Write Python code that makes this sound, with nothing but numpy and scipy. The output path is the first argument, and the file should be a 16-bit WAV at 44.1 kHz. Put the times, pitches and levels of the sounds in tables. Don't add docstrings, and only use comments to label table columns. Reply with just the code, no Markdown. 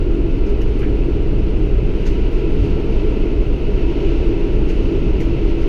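import sys
import numpy as np
from scipy import signal
from scipy.fft import rfft, irfft
from scipy.io import wavfile
from scipy.ndimage import uniform_filter1d

SR = 44100
rng = np.random.default_rng(int(sys.argv[2]) if len(sys.argv) > 2 else 0)


def wav_out(sig):
    wavfile.write(sys.argv[1], SR, np.round(np.clip(np.atleast_2d(sig).T, -1, 1) * 32767).astype(np.int16))


N = 250488
T, HZ = np.arange(N) / SR, np.arange(N // 2 + 1) * SR / N

# f/Hz, level/dB
BODY_SPECTRUM = [(4, -36), (10, -11), (19, 5.5), (30, 3), (42, 3), (55, 0.5), (72, -13), (115, -11),
                 (140, -17), (165, -17.5), (188, -13.5), (225, -23), (310, -54), (530, -100)]
# f/Hz, width/Hz, lift/dB
FLOOR_MODES = [(19, 15, 4), (59, 3.9, 4.4), (137, 25, 5.4), (195, 6.2, 1.1)]
# t/s, level/dB
DRUM_RIDE = [(0, -22), (0.9, -22), (1.3, -19.5), (2, -22.0), (2.9, -20.5), (3.4, -24), (3.8, -21.5),
             (4.2, -22.5), (5.1, -19.5), (5.68, -22.5)]
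# f/Hz, level/dB
ROLLING_SPECTRUM = [(130, -38.5), (225, -7), (290, -1), (370, -1.5), (440, -4), (480, -10), (550, -16.5),
                    (660, -19.5), (700, -24), (950, -27), (1150, -30.5), (1500, -30.5), (1900, -38.5),
                    (4000, -100)]
# f/Hz, width/Hz, lift/dB
ROLLING_MODES = [(420, 32, 3), (593, 12, 4), (631.5, 8.9, 3), (738, 12, 3.5), (783, 11, 3), (818, 20, 2),
                 (900, 9.3, -2.5), (933, 74, 3), (1318, 16, 7.5), (1346, 24, 5), (1422, 32, 3.5)]
# t/s, level/dB
ROUGHNESS_RIDE = [(0, -24), (0.5, -24), (1.05, -23.5), (2, -25), (3.2, -21), (3.55, -24.5), (4.05, -21.5),
                  (4.7, -22.5), (5, -22.5), (5.4, -23.5), (5.68, -23)]
# t/s, level/dB
HEDGE_RIDE = [(0, -43.5), (0.45, -42.5), (1.3, -42.5), (1.75, -42), (2.05, -40.5), (2.7, -40), (3.1, -40.5),
              (3.55, -41.5), (4, -38.5), (4.5, -40.5), (5, -40), (5.68, -39.5)]
# multiple of fan speed, level/dB
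FAN_HARMONICS = [(1, -25.5), (2, -40), (4, -41)]
# t/s, f/Hz
SHAFT_SPEED = [(0, 22.37), (1.5, 22.33), (3, 22.39), (4.3, 22.35), (5.68, 22.31)]
# multiple of shaft speed, level/dB
ENGINE_ORDERS = [(2, -32.5), (3, -38), (4, -35.5), (5, -42), (6, -42), (9, -43.5), (15, -33), (18, -40),
                 (30, -54.5)]
# t/s, level/dB
CAB_ORDER_RIDE = [(0, -30.5), (.45, -27.5), (0.8, -31.5), (1.3, -29), (1.8, -35), (2.3, -30.5), (3, -30),
                  (3.55, -32), (4.05, -23.5), (4.5, -27), (5.05, -27), (5.68, -23)]
# t/s, level/dB, half length/s, f/Hz, glide/(octaves/s)
BOGIE_JOLT = [(2.565, -25, 0.014, 195, 1), (2.578, -20, 0.032, 62, 10), (2.638, -17.5, 0.021, 97.7, 5),
              (2.64, -22, .018, 135, 3.5), (2.695, -13, 0.018, 44.5, -0.5)]
# t/s, level/dB, half length/s, f/Hz, glide/(octaves/s)
ROAR_SWELLS = [(.19, -23.5, 0.027, 288, -0.98), (.49, -27, 0.047, 402, 0.029), (.88, -28, .035, 300, -1.3),
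               (1.08, -27, 0.045, 287.3, 0.87), (1.62, -29, 0.064, 302, -1.05),
               (4.05, -24.5, 0.018, 398, 0.22), (4.32, -26, 0.021, 293, 0), (4.97, -25, 0.037, 396.6, .5)]
# t/s, level/dB, decay/s, f/Hz, width/Hz
KNOCKS_AND_CREAK = [(.465, -57, .03, 5560, 2000), (.615, -39, .009, 1580, 800),
                    (.616, -50, .008, 6070, 1600), (.616, -58, .01, 12500, 4500),
                    (0.618, -40, 0.013, 2900, 300), (.792, -59, .009, 9600, 1000),
                    (.802, -39, 0.013, 1220, 248), (.812, -37, .035, 1950, 1110),
                    (.83, -36.5, 0.015, 1710, 910), (.837, -38, .009, 2500, 1000),
                    (.85, -39.5, 0.026, 2000, 700), (2.068, -42, .007, 6240, 1200),
                    (2.069, -40, .014, 2960, 1400), (4.701, -37, .018, 2540, 1000),
                    (5.203, -38, 0.014, 2170, 600), (5.222, -43, .01, 2170, 700)]
# t/s, level/dB, rise/s, decay/s, tilt/(dB/octave)
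FITTING_RATTLES = [(.14, -64, .04, 0.027, 7), (.465, -48, 0.0092, 0.029, -3.5),
                   (.495, -52, 0.0053, 0.021, 1), (.616, -45, 0.0018, 0.011, 0),
                   (.793, -52.5, .004, 0.038, 3), (.893, -60, .008, .015, 5),
                   (2.065, -39, 0.0084, 0.038, -1.5), (2.333, -53, 0.0098, 0.016, 3),
                   (2.65, -52, 0.03, .03, 0), (4.699, -40.5, 0.016, 0.029, -2.5),
                   (5.207, -43, 0.006, 0.03, 0.5), (5.625, -45, 0.012, 0.017, -3.5)]
# f/Hz, level/dB
FITTING_SPECTRUM = [(700, -28.5), (1400, 3.5), (2200, 9), (3200, -3.5), (4800, 3.5), (6500, -3),
                    (7800, -9.5), (10000, -13.5), (13000, -13.5), (15500, -20)]
# f/Hz, width/Hz, lift/dB
FITTING_RESONANCES = [(2170, 270, 2), (2900, 150, 3), (4300, 900, 2.4), (5770, 180, 3.2), (6600, 220, 5.6),
                      (9700, 600, 3)]
# f/Hz, level/dB
HISS_SPECTRUM = [(1000, -36.5), (1700, -16.5), (2000, -6.5), (2670, -3.5), (2900, -4.5), (3420, -13.5),
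                 (4500, -19), (5000, -22), (6320, -27), (7270, -35.5), (9400, -47), (16000, -77)]
# f/Hz, width/Hz, lift/dB
RAIL_MODES = [(2015, 58, 1.2), (2597, 32, 6), (2690, 40, 1.7), (2880, 150, 1.2), (4550, 530, 2.4),
              (5450, 250, 2.2), (6370, 270, 3.2)]
# f/Hz, level/dB
TRIM_SPECTRUM = [(3000, -32), (6500, -3.5), (8000, -2), (10000, 0), (12000, -3.5), (14000, -3.5),
                 (15500, -10.5)]


def car_body(bounce_db=-16.5, boom_db=-27.5, drum_db=-25.0, steadiness=0.65):
    shake = noise(shape(BODY_SPECTRUM, FLOOR_MODES))
    bounce = held(band(shake, 5, 38.2), steadiness) * gain_of(bounce_db)
    boom = held(band(shake, 36, 59.7), steadiness) * gain_of(boom_db)
    drum = band(shake, 58.5, 400) * gain_of(drum_db + swell(DRUM_RIDE))
    return bounce + boom + drum


def wheels(level_db=-24.0, flutter_db=0.15):
    rolling = noise(shape(ROLLING_SPECTRUM, ROLLING_MODES))
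    roughness = swell(ROUGHNESS_RIDE)
    ring = above(rolling, edge_hz=650)
    roar = held(rolling - ring, steadiness=0.25) * gain_of(0.82 * roughness)
    ring = ring * gain_of(0.33 * roughness + 0.35 * swell(HEDGE_RIDE))
    return (roar + ring) * gain_of(level_db + flutter_db * wander(rate_hz=22))


def sleepers_and_fan(speed_m_per_s=28.77, gap_m=.6, sleeper_db=-26.5, fan_hz=50.4, in_step_s=.18):
    since, start = T - in_step_s, rng.random()
    sleepers = tone(start + speed_m_per_s / gap_m * since, sleeper_db - 0.5 * wander(rate_hz=3))
    fan = sum(tone(order * (start + fan_hz * since), db) for order, db in FAN_HARMONICS)
    return sleepers + fan


def engines(cab_order=15, twin_ahead_hz=.067, twin_db=-12.0, in_step_s=0.22):
    turns = np.cumsum(curve(SHAFT_SPEED)) / SR
    drone = np.zeros(N)
    for order, db in ENGINE_ORDERS:
        phase = order * turns + rng.random() + .04 * wander(rate_hz=13)
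        level = db + 1.5 * wander(rate_hz=7.5)
        if order == cab_order:
            level = level + swell(CAB_ORDER_RIDE) + 2 * wander(rate_hz=8)
            phase = phase + .07 * wander(rate_hz=8)
            twin_lead = order * twin_ahead_hz * (T - in_step_s)
            drone += tone(phase + twin_lead, level + twin_db)
        drone += tone(phase, level)
    return drone


def low_swells(rows, slip_turns=.06):
    out = np.zeros(N)
    for peak_s, db, half_length, hz, glide in rows:
        since = np.clip(T - peak_s, -.2, .2)
        pitch = hz * 2 ** (glide * since)
        turns = np.cumsum(pitch) / SR + rng.random() + slip_turns * wander(rate_hz=24)
        out += tone(turns, db) * np.exp(-((T - peak_s) / half_length) ** 2 / 2)
    return out


def knocks_and_creak(rise_s=0.0014):
    out = np.zeros(N)
    for peak_s, db, decay, centre, width in KNOCKS_AND_CREAK:
        ring = noise(resonance(centre, width, steepness=6))
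        out += ring * gain_of(db) * burst(peak_s, rise_s, decay)
    return out


def fitting_rattles(contacts_per_s=500, contact_share=0.33):
    out, ring = np.zeros(N), shape(FITTING_SPECTRUM, FITTING_RESONANCES)
    octaves = np.log2(np.maximum(HZ, 1000) / 5000)
    for peak_s, db, rise, decay, tilt in FITTING_RATTLES:
        contacts = unit_rms(rng.choice([-1, 1], N) * (rng.random(N) < contacts_per_s / SR))
        blur = rng.standard_normal(N)
        drive = np.sqrt(contact_share) * contacts + np.sqrt(1 - contact_share) * blur
        out += gain_of(db) * burst(peak_s, rise, decay) * colour(drive, ring + tilt * octaves)
    return out


def rail_hiss(level_db=-43.0, gust_db=0.35):
    hiss, hedge = noise(shape(HISS_SPECTRUM, RAIL_MODES)), swell(HEDGE_RIDE)
    top = above(hiss, edge_hz=3000)
    top_lift_db = 1.0 + 0.17 * hedge + 0.5 * wander(rate_hz=7.6)
    hiss = hiss - top + top * gain_of(top_lift_db)
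    return hiss * gain_of(level_db + hedge + gust_db * wander(rate_hz=22))


def wheel_whine(level_db=-53.0):
    ring = noise(resonance(centre_hz=953, width_hz=60, steepness=4))
    return ring * gain_of(level_db + 1.8 * swell(HEDGE_RIDE))


def trim_fizz(level_db=-69.5, tremble_db=1.0, ticks_per_s=150, tick_db=-11):
    ticks = unit_rms(rng.standard_normal(N) * (rng.random(N) < ticks_per_s / SR))
    fizz = colour(rng.standard_normal(N) + gain_of(tick_db) * ticks, shape(TRIM_SPECTRUM))
    return fizz * gain_of(level_db + .3 * swell(HEDGE_RIDE) + tremble_db * wander(rate_hz=45))


def gain_of(db):
    return 10 ** (np.asarray(db) / 20)


def unit_rms(x):
    return x / np.sqrt(np.mean(x ** 2) + 1e-20)


def curve(rows):
    return np.interp(T, *np.transpose(rows))


def swell(ride):
    level = curve(ride)
    return level - level.mean()


def burst(peak_s, rise_s, decay_s):
    return np.exp(-np.maximum((peak_s - T) / rise_s, (T - peak_s) / decay_s))


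def tone(turns, db):
    return gain_of(db) * np.sqrt(2) * np.cos(2 * np.pi * turns)


def shape(points, modes=()):
    hz, db = np.transpose(points)
    lifts = sum(lift / (1 + (2 * (HZ - centre) / width) ** 2) for centre, width, lift in modes)
    return np.interp(np.log(HZ + 1), np.log(hz + 1), db) + lifts


def resonance(centre_hz, width_hz, steepness):
    return -10 * np.log10(1 + (2 * (HZ - centre_hz) / width_hz) ** steepness)


def colour(x, db):
    return unit_rms(irfft(rfft(x) * gain_of(db), N))


def noise(db):
    return colour(rng.standard_normal(N), db)


def wander(rate_hz):
    return unit_rms(irfft(rfft(rng.standard_normal(N)) * np.exp(-(HZ / rate_hz) ** 2), N))


def band(x, low_hz, high_hz):
    return colour(x, -20 * np.log10((1 + (low_hz / (HZ + .01)) ** 12) * (1 + (HZ / high_hz) ** 12)))


def above(x, edge_hz):
    return irfft(rfft(x) * (1 - 1 / (1 + (HZ / edge_hz) ** 8)), N)


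def held(x, steadiness):
    swing = np.sqrt(abs(uniform_filter1d(x ** 2, size=5000)) + 1e-9)
    return unit_rms(x / swing ** steadiness)


def scene():
    rumble = engines() + sleepers_and_fan() + car_body() + wheels()
    background = wheel_whine() + rail_hiss() + trim_fizz()
    swells = low_swells(BOGIE_JOLT) + low_swells(ROAR_SWELLS)
    return (rumble + background + swells + knocks_and_creak() + fitting_rattles())[None]


def record(dry, ceiling=.9, cutoff_hz=15300):
    rounded = dry / (1 + (dry / ceiling) ** 16) ** (1 / 16)
    lowpass = signal.firwin(511, cutoff_hz, window=("kaiser", 9), fs=SR)
    return signal.oaconvolve(rounded, lowpass[None], "same")


dry = scene()
out = record(dry)
wav_out(out)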